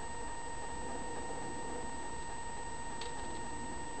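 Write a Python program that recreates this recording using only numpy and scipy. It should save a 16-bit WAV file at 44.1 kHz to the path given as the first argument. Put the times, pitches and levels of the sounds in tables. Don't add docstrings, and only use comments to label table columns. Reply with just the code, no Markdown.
import sys
import numpy as np
from scipy import signal
from scipy.fft import rfft, irfft
from scipy.io import wavfile
from scipy.ndimage import uniform_filter1d

SR = 44100
rng = np.random.default_rng(int(sys.argv[2]) if len(sys.argv) > 2 else 0)


def store_wav(level_fs):
    pcm = np.round(np.clip(np.atleast_2d(level_fs), -1, 1) * 32767)
    wavfile.write(sys.argv[1], SR, pcm.T.astype(np.int16))


N = 176400

WHINE_HARMONICS = [-47, -54, -66.5, -84.5, -72, -83]
# start_s, level_db
BUZZ_EVENTS = [(0.014, -51.5), (.284, -51.5), (0.619, -48), (0.687, -53), (0.889, -49.5), (1.159, -47),
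               (1.425, -53), (1.695, -52), (2.032, -51), (2.299, -50), (2.568, -51), (2.904, -50.5),
               (3.172, -50.5), (3.441, -49), (3.713, -53.5), (3.979, -51)]
# pitch_hz, relative_db
BUZZ_SPECTRUM = [(100, -7.5), (300, 7), (490, -9.5), (600, 4.5), (820, 2.5), (1000, -14.5), (1200, -0.5),
                 (1400, -31.5), (1660, -2.5), (2100, -20), (4000, -20), (8000, -35)]
# pitch_hz, level_db
HIGH_TONES = [(7321, -77.5), (7386, -82), (7515, -86.5), (8000, -54.5)]
# multiple_of_frame_rate, level_db
HUM_TONES = [(5, -61.5), (10, -67)]
# pitch_hz, relative_db
HISS_SPECTRUM = [(10, -3.5), (30, 2.5), (70, 0.5), (95, -6.5), (145, -7), (185, -9.5), (280, -7),
                 (380, -11.5), (485, -5.5), (560, -13.5), (850, -7.5), (1050, -15), (1500, -19),
                 (2300, -22.5), (4200, -23), (5200, -27), (7600, -26.5), (8200, -31)]
# start_s, level_db, decay_s
SNAP_EVENTS = [(3.0135, -36, .006), (3.0565, -44.5, .0025)]
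# pitch_hz, relative_db, decay_s
STALK_NOTES = [(2730, -18, .016), (3830, -11.5, .018), (4560, -14, .014)]
# pitch_hz, relative_db
PLANT_SPECTRUM = [(300, -18), (1000, -6), (1500, -5), (2300, -6.5), (3050, -2.5), (3400, -0.5), (3850, 1),
                  (4600, -3), (5300, -14.5), (7500, -14.5)]
# start_s, level_db, length_s
BRUSH_EVENTS = [(2.198, -57, 0.045), (2.56, -61, 0.031), (3.081, -59, .025), (3.18, -56, 0.026),
                (3.236, -57.5, 0.036), (3.297, -56, 0.032), (3.339, -54, 0.048)]
# pitch_hz, relative_db
RUSH_BODY_SPECTRUM = [(60, -25.5), (115, -9.5), (148, -10.5), (175, -12), (225, -5.5), (256, -2), (278, -7),
                      (303, -0.5), (328, -14), (350, -0.5), (385, -17), (560, -22.5), (2000, -49)]
# time_s, level_db
RUSH_BODY_SWELL = [(0, -60), (.62, -58.5), (.85, -50), (1.3, -51.5), (1.42, -46.5), (1.7, -50.5),
                   (2.05, -52), (2.45, -60.5), (3.12, -54.5), (3.36, -50), (3.53, -52.5), (3.65, -49),
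                   (4, -57)]
# pitch_hz, relative_db
RUSH_RING_SPECTRUM = [(100, -40.5), (380, -21.5), (440, -2.5), (478, 3.5), (505, 2.5), (540, -20.5),
                      (620, -15), (680, -6.5), (715, -14.5), (760, -5.5), (900, -19.5), (1500, -27),
                      (4000, -43)]
# time_s, level_db
RUSH_RING_SWELL = [(0, -55.5), (.68, -53.5), (.98, -47), (1.18, -52), (1.27, -45), (1.57, -51), (1.77, -46),
                   (1.85, -52.5), (2.15, -59), (2.75, -60.5), (3.25, -49.5), (3.55, -63.5), (4, -53)]

FRAME_HZ, FIRST_FRAME_S = 14.8817, .0148


def camera_whine(t):
    pitch_hz, jitter_cycles = 928.8, .0074
    pause_s, weak_s = .004, .0115
    frame_age = (t - FIRST_FRAME_S) % (1 / FRAME_HZ)
    wobble = normalise(uniform_filter1d(rng.standard_normal(N), size=48))
    phase = 2 * np.pi * (pitch_hz * frame_age + jitter_cycles * wobble)
    out = 0
    for harmonic, level_db in enumerate(WHINE_HARMONICS, 1):
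        weak_gain = gain(-3.5 if harmonic == 1 else -6.5)
        strength = (frame_age > pause_s) * np.where(frame_age < pause_s + weak_s, weak_gain, 1.)
        strength = uniform_filter1d(strength, size=24)
        out -= np.sqrt(2) * gain(level_db) * strength * np.cos(harmonic * phase)
    return out


def camera_buzzes(t):
    rate_hz, length_s, jitter_cycles, count = 411.8, .034, .075, 2000
    positions = (np.arange(count) + jitter_cycles * rng.standard_normal(count)) * SR / rate_hz
    pulses = np.bincount(np.abs(positions).astype(int), minlength=N)[:N].astype(float)
    buzz = normalise(colour(pulses - pulses.mean(), BUZZ_SPECTRUM))
    bursts = sum(gain(db) * ((t > start_s) & (t < start_s + length_s)) for start_s, db in BUZZ_EVENTS)
    return buzz * uniform_filter1d(bursts, size=90)


def camera_high_tones(t):
    return sum(tone(t, pitch_hz, level_db) for pitch_hz, level_db in HIGH_TONES)


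def camera_hum(t):
    return sum(tone(t, multiple * FRAME_HZ, level_db) for multiple, level_db in HUM_TONES)


def amplifier_hiss():
    return gain(-48.5) * noise(HISS_SPECTRUM)


def stalk_snaps(t):
    tail_db, tail_s = -13, .044
    out, crack = 0, noise(PLANT_SPECTRUM)
    for start_s, level_db, decay_s in SNAP_EVENTS:
        age = np.maximum(t - start_s, 0)
        fade = np.exp(-age / decay_s) + gain(tail_db) * np.exp(-age / tail_s)
        ring = sum(gain(db) * np.exp(-age / ring_s) * np.sin(2 * np.pi * hz * age)
                   for hz, db, ring_s in STALK_NOTES)
        out += gain(level_db) * (t > start_s) * (fade * crack + ring)
    return out


def brushed_leaves(t):
    clicks_per_s = 1600
    touches = sum(gain(db) * np.sin(np.pi * np.clip((t - start_s) / length_s, 0, 1))
                  for start_s, db, length_s in BRUSH_EVENTS)
    clicks = rng.standard_normal(N) * (rng.random(N) < clicks_per_s / SR)
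    return touches * normalise(colour(clicks, PLANT_SPECTRUM))


def outdoor_rush(t):
    body_db = np.interp(t, *np.transpose(RUSH_BODY_SWELL))
    ring_db = np.interp(t, *np.transpose(RUSH_RING_SWELL))
    return gain(body_db) * noise(RUSH_BODY_SPECTRUM) + gain(ring_db) * noise(RUSH_RING_SPECTRUM)


def gain(db):
    return 10 ** (np.asarray(db) / 20)


def normalise(x):
    return x / np.sqrt(np.mean(x ** 2))


def tone(t, pitch_hz, level_db):
    return np.sqrt(2) * gain(level_db) * np.sin(2 * np.pi * pitch_hz * t)


def colour(x, spectrum):
    hz, db = np.transpose(spectrum)
    grid_hz = np.maximum(np.arange(N + 1) * SR / (2 * N), 1)
    curve_db = np.interp(np.log(grid_hz), np.log(np.sort(hz)), db)
    cepstrum = irfft(np.log(gain(curve_db)))
    cepstrum[1:N] *= 2
    cepstrum[N + 1:] = 0
    response = np.exp(rfft(cepstrum))
    return irfft(rfft(x, 2 * N) * response)[:N]


def noise(spectrum):
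    return normalise(colour(rng.standard_normal(N), spectrum))


def scene():
    t = np.arange(N) / SR
    camera = camera_whine(t) + camera_buzzes(t) + camera_high_tones(t) + camera_hum(t) + amplifier_hiss()
    bank = outdoor_rush(t) + stalk_snaps(t) + brushed_leaves(t)
    return (camera + bank)[None]


def record(dry):
    cutoff_hz, offset = 8150, .0084
    low_pass = signal.ellip(12, .1, 80, cutoff_hz, fs=SR, output="sos")
    return signal.sosfilt(low_pass, dry) + offset


dry = scene()
out = record(dry)
store_wav(out)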